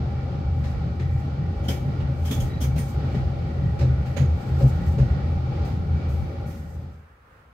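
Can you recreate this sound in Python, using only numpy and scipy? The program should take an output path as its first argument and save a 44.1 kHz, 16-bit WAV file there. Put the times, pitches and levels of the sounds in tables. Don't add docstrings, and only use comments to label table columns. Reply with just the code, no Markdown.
import sys
import numpy as np
from scipy.fft import rfft, irfft, next_fast_len
from scipy.io import wavfile
from scipy.ndimage import uniform_filter1d, map_coordinates

SR = 44100
rng = np.random.default_rng(int(sys.argv[2]) if len(sys.argv) > 2 else 0)


def unload_wav(signal):
    wavfile.write(
        sys.argv[1],
        SR,
        np.round(np.clip(np.atleast_2d(signal).T, -1, 1) * 32767).astype(np.int16),
    )


N = 332059


def amp(db):
    return 10 ** (np.asarray(db) / 20)


def unit(x):
    return x / np.sqrt(np.mean(x ** 2) + 1e-20)


def along(points, hz):
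    f, v = np.transpose(points)
    return np.interp(np.log(hz + 1), np.log(f + 1), v)


def curves(rows):
    s, *cols = np.transpose(rows)
    return [np.interp(np.arange(N) / SR, s, c) for c in cols]


def wobble(knots_per_s):
    knots = rng.standard_normal(int(N * knots_per_s / SR) + 4)
    return map_coordinates(knots, [np.arange(N) * knots_per_s / SR])


def sine(hz):
    return np.sin(2 * np.pi * np.cumsum(hz) / SR)


def ringing(hz, t):
    return np.sin(2 * np.pi * (hz * t + rng.random()))


def filtered(x, response):
    m = next_fast_len(N + SR // 2)
    return irfft(rfft(x, m) * response(np.fft.rfftfreq(m, 1 / SR)), m)[..., :N]


def colour(points):
    return lambda hz: amp(along(points, hz))


def modes(table):
    def response(f):
        return np.sqrt(sum(amp(2 * db) * (f * width) ** 2 / ((hz * hz - f * f) ** 2 + (f * width) ** 2)
                           for hz, width, db in table))
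    return response


# (frequency [Hz], correlation [0-1])
LIKENESS = [(60, 1), (180, 0.97), (350, 0.83), (700, 0.21), (1400, 0.025), (4000, 0.18), (12000, 0.016)]


def rush(response):
    def mid_side(hz):
        turn = np.arccos(np.clip(along(LIKENESS, hz), -1, 1)) / 2
        return response(hz) * [np.cos(turn), np.sin(turn)]
    mid, side = filtered(rng.standard_normal((2, N)), mid_side)
    return unit(np.array([mid + side, mid - side]))


def blow(t, rise_s, t60_s):
    t = np.maximum(t, 0)
    return amp(-60 * t / t60_s) * (1 - np.exp(-(t / rise_s) ** 2))


# (frequency [Hz], single-pass width [Hz], single-pass level [dB])
LOW_BODY_MODES = [(45.7, 18, -21), (59.4, 7.8, -11.5), (80.9, 9.5, -3.5)]
# (frequency [Hz], single-pass width [Hz], single-pass level [dB])
HIGH_BODY_MODES = [(129.2, 13, 0), (154.3, 38, -5)]
# (time [s], low boom level [dB], high boom level [dB])
BOOM_LEVELS = [(0, -32, -28.5), (.07, -27.5, -29.5), (.12, -28, -33.5), (.17, -28.5, -30), (.22, -45, -26),
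               (.28, -35, -34.5), (.33, -26.5, -26), (.65, -28, -28), (.8, -28.5, -33.5),
               (.87, -29.5, -28.5), (1.1, -27.5, -28.5), (1.2, -33.5, -31.5), (1.28, -34.5, -26),
               (1.36, -36.5, -37.5), (1.42, -26, -24), (1.64, -28.5, -37), (1.79, -35.5, -31),
               (1.89, -29.5, -26), (1.95, -32, -39), (2.08, -25, -25), (2.17, -27, -32.5),
               (2.3, -25.5, -33), (2.42, -23.5, -21.5), (2.52, -31.5, -32.5), (2.7, -22, -24),
               (2.84, -30, -29.5), (2.91, -35.5, -37.5), (3.05, -26, -29.5), (3.13, -43, -31.5),
               (3.18, -33, -24), (3.26, -24, -35.5), (3.35, -35.5, -29.5), (3.55, -28, -30),
               (3.7, -26.5, -26), (3.78, -23.5, -39), (3.92, -20.5, -21.5), (4.06, -34.5, -33),
               (4.13, -27, -28.5), (4.33, -24.5, -27.5), (4.44, -42.5, -31.5), (4.59, -29, -30),
               (4.75, -24, -26.5), (4.95, -32, -26), (5.08, -25, -28.5), (5.23, -25, -30.5),
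               (5.37, -25.5, -31), (5.5, -25.5, -29), (5.67, -36, -39), (5.75, -30.5, -29.5),
               (5.95, -22.5, -27.5), (6.2, -23, -31), (6.26, -28.5, -30), (6.32, -26, -35), (6.6, -31, -32),
               (6.9, -26, -27), (7.1, -32, -41)]
SWELL_DB, SWELLS_PER_S = 2.5, 18


def body_mode(table, level_db, steady):
    hum = rush(lambda f: modes(table)(f) ** 2)
    swell = np.sqrt(np.abs(uniform_filter1d(hum.mean(0) ** 2, size=1500)) + .01)
    heave = unit(amp(SWELL_DB * wobble(SWELLS_PER_S)))
    return amp(level_db) * heave * unit(hum / swell ** steady)


def boom():
    low_db, high_db = curves(BOOM_LEVELS)
    return body_mode(LOW_BODY_MODES, low_db, steady=1.0) + body_mode(HIGH_BODY_MODES, high_db, steady=0.54)


# (time [s], low level [dB], low pitch [Hz], high level [dB], high pitch [Hz], length constant [s])
THUD_BLOWS = [(1.131, -14.5, 79, -14.5, 131, 0.033), (1.232, -24, 80, -26, 137.7, 0.093),
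              (1.672, -25.5, 80, -20, 128.2, 0.057), (2.081, -30, 70, -15.5, 129.5, 0.034),
              (2.188, -19, 83.2, -35, 124, 0.11), (2.364, -19, 77, -12.5, 132, 0.035),
              (2.61, -18, 76.8, -24.5, 131.5, 0.1), (2.731, -14, 78.2, -18.5, 133.8, 0.043),
              (2.944, -14, 74.7, -20, 141, 0.041), (3.802, -21, 71.7, -16.5, 127.9, 0.14),
              (3.956, -17.5, 71.8, -28, 136.6, 0.067), (4.184, -18, 79, -10.5, 133.4, 0.063),
              (4.244, -20, 77.8, -26.5, 126.3, 0.097), (4.492, -20, 76.7, -25.5, 136.6, 0.072),
              (4.617, -11, 65.5, -7.5, 131.8, 0.056), (4.851, -16, 80.8, -33, 129.3, 0.073),
              (4.984, -13.5, 62, -10, 129, 0.054), (5.095, -10.5, 70.5, -19, 132, 0.038),
              (5.58, -16, 74.4, -29, 125, 0.05)]
# (frequency [Hz], relative density [dB per Hz])
KNOCK_SPECTRUM = [(130, -21.5), (185, 10.5), (230, 10), (320, -8), (550, -3.5), (900, -15.5), (1500, -59.5)]
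THUD_RISE_S, THUD_EDGE = .025, 2.86
THUD_SHAKE_DB = -16
TAKEOVER = 0.38


def thuds():
    out, shake = np.zeros((2, N + SR))
    boom_gain = np.ones(N + SR)
    t = np.arange(SR // 2) / SR
    for s, low_db, low_hz, high_db, high_hz, length_s in THUD_BLOWS:
        shape = (1 - np.exp(-(t / THUD_RISE_S) ** 2)) * np.exp(-(t / length_s) ** THUD_EDGE)
        at = slice(round(s * SR), round(s * SR) + len(t))
        swing = amp(low_db) * ringing(low_hz, t) + amp(high_db) * ringing(high_hz, t)
        out[at] += np.sqrt(2) * shape * swing
        shake[at] += amp(high_db + THUD_SHAKE_DB) * shape
        boom_gain[at] *= 1 - TAKEOVER * shape / shape.max()
    return out[:N] + shake[:N] * rush(colour(KNOCK_SPECTRUM)), boom_gain[:N]


# (frequency [Hz], relative density [dB per Hz])
ROLLING_SPECTRUM = [(15, -62.5), (25, -34.5), (36, -7.5), (69, 7.5), (132, 2.5), (199, -13.5), (431, -27.5),
                    (549, -24.5), (666, -32.5), (808, -23.5), (957, -40), (1370, -32.5), (1550, -42.5),
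                    (4820, -49.5), (8000, -68), (10400, -106), (17600, -120)]
# (frequency [Hz], relative density [dB per Hz])
HISS_SPECTRUM = [(2940, -37), (5000, -14), (7900, -15), (9610, -21), (10200, -28), (13900, -14.5),
                 (15600, -30)]
# (frequency [Hz], free-ringing width [Hz], relative level [dB])
PANEL_MODES = [(220.6, 2, -0.5), (254, 13, -15), (355.6, 5.6, -4), (425.2, 6.9, -6.5), (559, 5.7, -3.5),
               (817, 14, -5.5), (1217, 13, -17), (1436, 34, -12.5), (1900, 83, -11), (2290, 53, -14)]
# (time [s], rolling level [dB], treble hiss level [dB])
RIDE_LEVELS = [(0, -30.5, -102), (.7, -33, -71.5), (1.35, -31, -72.5), (1.6, -30.5, -94.5),
               (2.3, -30, -66.5), (3.05, -30, -62), (3.55, -30, -83), (4.1, -29.5, -75.5),
               (4.42, -28, -58.5), (4.9, -30, -65.5), (5.4, -29.5, -101), (6.0, -29.5, -91),
               (6.5, -28.5, -63), (7.1, -29.5, -59)]
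PANEL_SMEAR_HZ = 14


def rolling():
    roll_db, hiss_db = curves(RIDE_LEVELS)

    def bed_response(hz):
        bass_cut_db = -13 / (1 + (hz / 180) ** 6)
        return colour(ROLLING_SPECTRUM)(hz) * amp(bass_cut_db)
    out = rush(bed_response) * amp(roll_db + 1.45 * wobble(7))
    for hz, width_hz, db in PANEL_MODES:
        panel = rush(modes([(hz, width_hz + PANEL_SMEAR_HZ, db)]))
        out += panel * amp(roll_db - 19.5 + db + 7.0 * np.tanh(wobble(9)))
    unsteady_db = 8 * np.tanh(wobble(9)) + 3 * np.tanh(wobble(40))
    return out + rush(colour(HISS_SPECTRUM)) * amp(hiss_db + unsteady_db)


# (time [s], clack level [dB], sizzle level [dB], low ring level [dB], low ring centre [Hz],
#  high ring level [dB], high ring centre [Hz], knock level [dB], knock centre [Hz],
#  rise constant [s], t60 [s], left-right difference [dB])
JOINT_BLOWS = [(0.634, -45.5, -74, -51, 1840, -63, 5060, -46, 231, 0.0056, 0.5, 4.5),
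               (0.9917, -46, -71.5, -45, 1900, -67, 5900, -39, 353, 0.0053, 0.38, 1.5),
               (1.628, -51, -57, -55.5, 3150, -59, 6250, -40, 240, 0.017, 0.66, -3.5),
               (1.6812, -39, -37, -34.5, 3180, -41.5, 5120, -25.5, 243, 0.0045, 0.24, 0),
               (1.699, -54, -54, -39.5, 2300, -53.5, 6230, -44, 560, 0.0037, 0.38, 2.5),
               (2.0007, -54, -85, -47.5, 2870, -80, 5260, -50, 506, 0.0042, 0.17, -6.5),
               (2.2442, -44.5, -44, -46.5, 3140, -54.5, 5170, -39.5, 231, 0.012, 0.65, 1),
               (2.3069, -40.5, -37, -34.5, 3450, -45, 6500, -28, 268, 0.0062, 0.24, -2),
               (2.398, -60, -43, -43, 3170, -50.5, 6800, -39, 258, 0.0041, 0.23, -0.5),
               (2.601, -37.5, -32.5, -35.5, 3190, -34, 5900, -27, 258, 0.016, 0.2, 0),
               (2.632, -45, -52.5, -44, 2300, -45, 6050, -44, 258, 0.006, 0.21, -2.5),
               (2.756, -45, -50, -54, 3130, -69, 5300, -33, 232, 0.0057, 0.36, 0.5),
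               (2.776, -45, -44, -43, 1900, -43, 9030, -37, 234, 0.0081, 0.24, -2.5),
               (3.1455, -47, -73, -45, 1890, -61, 5100, -33.5, 365, 0.0015, 0.32, 2.5),
               (3.7881, -40, -69.5, -53, 2380, -55, 5350, -38, 360, 0.0036, 0.25, -2.5),
               (3.808, -47, -71.5, -56, 2270, -66, 5100, -34.5, 581, 0.0029, 0.34, -7),
               (4.052, -49, -58, -69, 2340, -67, 5350, -43, 228, 0.0067, 0.51, 0),
               (4.1614, -39.5, -58, -40, 2450, -52.5, 6600, -32.5, 585, 0.008, 0.31, -14.5),
               (4.598, -43, -70, -57.5, 2730, -67.5, 5330, -28, 541, 0.0059, 0.3, -1),
               (4.9746, -41, -66, -62.5, 2300, -55, 4940, -27.5, 433.5, 0.012, 0.35, -4),
               (5.6452, -50, -55.5, -57, 2100, -65, 5230, -40, 792, 0.0065, 0.46, -2.5),
               (6.485, -56, -59, -58.5, 2300, -68, 5120, -55, 560, 0.015, 0.7, -4)]
# (nominal frequency [Hz], relative level [dB])
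STEEL_MODES = [(1900, 1.5), (2300, -1.5), (2870, 1), (3150, 3.5), (3330, 1), (3450, 3.5), (5120, 6),
               (5930, -2.5), (6250, -2.5), (6600, 9), (8600, 1), (9070, 4), (9500, 1.5), (11900, 3),
               (13000, -4), (14000, -3)]
# (frequency [Hz], relative density [dB per Hz])
CLACK_SPECTRUM = [(530, -39), (900, 4.5), (2680, 1.5), (3420, -9.5), (3750, -1), (6410, -10), (8500, -18.5),
                  (11000, -43), (18700, -120)]
# (frequency [Hz], relative density [dB per Hz])
SIZZLE_SPECTRUM = [(3530, -21.5), (6000, -4.5), (7750, -9), (9660, -10.5), (10900, -12.5), (11900, -5),
                   (13800, -10), (15600, -12.5)]
FLOOR_DB, FLOOR_RISE_S, FLOOR_T60_S = 5, 0.0078, 0.11
PANELS_RING_DB = 8
PANEL_DB_PER_OCTAVE, PANEL_FAR_DB = 19, 19
STEEL_DB_PER_OCTAVE, STEEL_FAR_DB = 75.5, 13.5
STEEL_SCATTER = .002


def distance_db(hz, centre_hz, db_per_octave, limit_db):
    return -min(limit_db, db_per_octave * abs(np.log2(hz / centre_hz)))


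def panel_ring(t, knock_db, knock_hz, dying):
    out = np.zeros((2, len(t)))
    for hz, width_hz, db in PANEL_MODES[:6]:
        near_db = distance_db(hz, knock_hz, PANEL_DB_PER_OCTAVE, PANEL_FAR_DB)
        swing = np.exp(-np.pi * width_hz * t) * dying
        out += amp(knock_db + PANELS_RING_DB + db + near_db) * swing * ringing(hz, t)
    return out


def steel_ring(t, low_db, low_hz, high_db, high_hz, dying):
    out = np.zeros((2, len(t)))
    for hz, db in STEEL_MODES:
        rattle = .6 + .75 * unit(uniform_filter1d(rng.standard_normal((2, len(t))), size=120))
        ring_db, centre_hz = (low_db, low_hz) if hz < 4500 else (high_db, high_hz)
        near_db = distance_db(hz, centre_hz, STEEL_DB_PER_OCTAVE, STEEL_FAR_DB)
        detuned_hz = hz * rng.normal(1, STEEL_SCATTER)
        tone = np.sin(2 * np.pi * (detuned_hz * t + rng.random((2, 1))))
        out += amp(ring_db + db + near_db) * dying * rattle * tone
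    return out


def joints():
    t = np.arange(SR // 3) / SR
    ring, clack, sizzle, knock = np.zeros((4, 2, N + SR))
    for (s, clack_db, sizzle_db, low_db, low_hz, high_db, high_hz,
         knock_db, knock_hz, rise_s, t60_s, pan_db) in JOINT_BLOWS:
        at = slice(round(s * SR), round(s * SR) + len(t))
        dying = amp([[pan_db / 2], [-pan_db / 2]]) * blow(t, rise_s, t60_s)
        clack[:, at] += amp(clack_db) * dying
        sizzle[:, at] += amp(sizzle_db) * dying
        knock[:, at] += amp(knock_db) * dying
        thump = blow(t, FLOOR_RISE_S, FLOOR_T60_S) * ringing(knock_hz, t)
        ring[:, at] += amp(knock_db + FLOOR_DB) * thump
        ring[:, at] += panel_ring(t, knock_db, knock_hz, dying)
        ring[:, at] += steel_ring(t, low_db, low_hz, high_db, high_hz, dying)
    return (ring[:, :N] + clack[:, :N] * rush(colour(CLACK_SPECTRUM))
            + sizzle[:, :N] * rush(colour(SIZZLE_SPECTRUM)) + knock[:, :N] * rush(colour(KNOCK_SPECTRUM)))


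# (mean frequency [Hz], level [dB], pitch waver [Hz])
GEAR_TONES = [(800, -51, 4), (2320, -64, 4)]


def whine():
    return sum(amp(db + 2.5 * wobble(18)) * sine(hz + waver_hz * wobble(10)) for hz, db, waver_hz in GEAR_TONES)


# (start [s], end [s], starting pitch [Hz], starting level before envelope and chatter [dB])
SQUEAK_TONE = (2.48, 2.61, 3900, -59)


def squeak():
    start_s, end_s, hz, db = SQUEAK_TONE
    since_s = np.arange(N) / SR - start_s
    chatter_db = 25 * since_s + 7 * np.tanh(2 * wobble(130))
    tone = sine(hz + 500 * since_s + 50 * wobble(220))
    envelope = np.sin(np.pi * np.clip(since_s / (end_s - start_s), 0, 1)) ** .5
    return amp(db + chatter_db) * tone * envelope


# (time [s], level [dB], t60 [s])
HISS_PUFFS = [(6.071, -55.5, 0.96), (6.4523, -54, 0.73)]
PUFF_RISE_S = 0.019


def puffs():
    t = np.arange(N) / SR
    envelope = sum(amp(db) * blow(t - s, PUFF_RISE_S, t60_s) for s, db, t60_s in HISS_PUFFS)
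    return envelope * rush(colour(SIZZLE_SPECTRUM))


# (frequency [Hz], relative density [dB per Hz])
SQUARE_SPECTRUM = [(15, -47), (25, -14), (64, 3.5), (349, -19), (523, -11), (631, -16.5), (1050, -14.5),
                   (1300, -11), (1450, -14), (1620, -15.5), (2400, -24.5), (4040, -35), (6210, -41),
                   (9050, -43), (15500, -44)]
# (time [s], gain [ratio])
SQUARE_FADE_IN = [(0, 0), (6.1, 0.37), (7.1, 0.83), (7.6, 1)]


def square():
    return amp(-52 + wobble(7.2)) * curves(SQUARE_FADE_IN)[0] * rush(colour(SQUARE_SPECTRUM))


# (start [s], end [s])
RIDE_FADE = (5.94, 7.14)


def fade():
    return np.interp(np.arange(N) / SR, RIDE_FADE, [1, 0])


def scene():
    thud, boom_gain = thuds()
    ride = boom_gain * boom() + rolling() + whine() + squeak()
    return fade() * ride + thud + joints() + puffs() + square()


# (frequency [Hz], left-right difference [dB])
MIC_LEAN = [(60, 0), (180, 1.5), (550, 4.5), (1650, -4), (4970, 1.5), (15000, -2.5)]
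LEFT_LAG_S = 0.000462
TOP_HZ = 15790
CEILING, KNEE = 0.57, 3.7


def record(dry):
    def pair(hz):
        lag_phase = np.pi * hz * LEFT_LAG_S / (1 + (1500 / (hz + 1)) ** 4)
        left = amp(along(MIC_LEAN, hz) / 2) * np.exp(-1j * lag_phase)
        return np.array([left, 1 / left]) * (hz < TOP_HZ)
    squashed = dry / (1 + np.abs(dry / CEILING) ** KNEE) ** (1 / KNEE)
    onset = np.minimum(1, np.arange(N) / 100)
    return filtered(squashed * onset, pair)


dry = scene()
out = record(dry)
unload_wav(out)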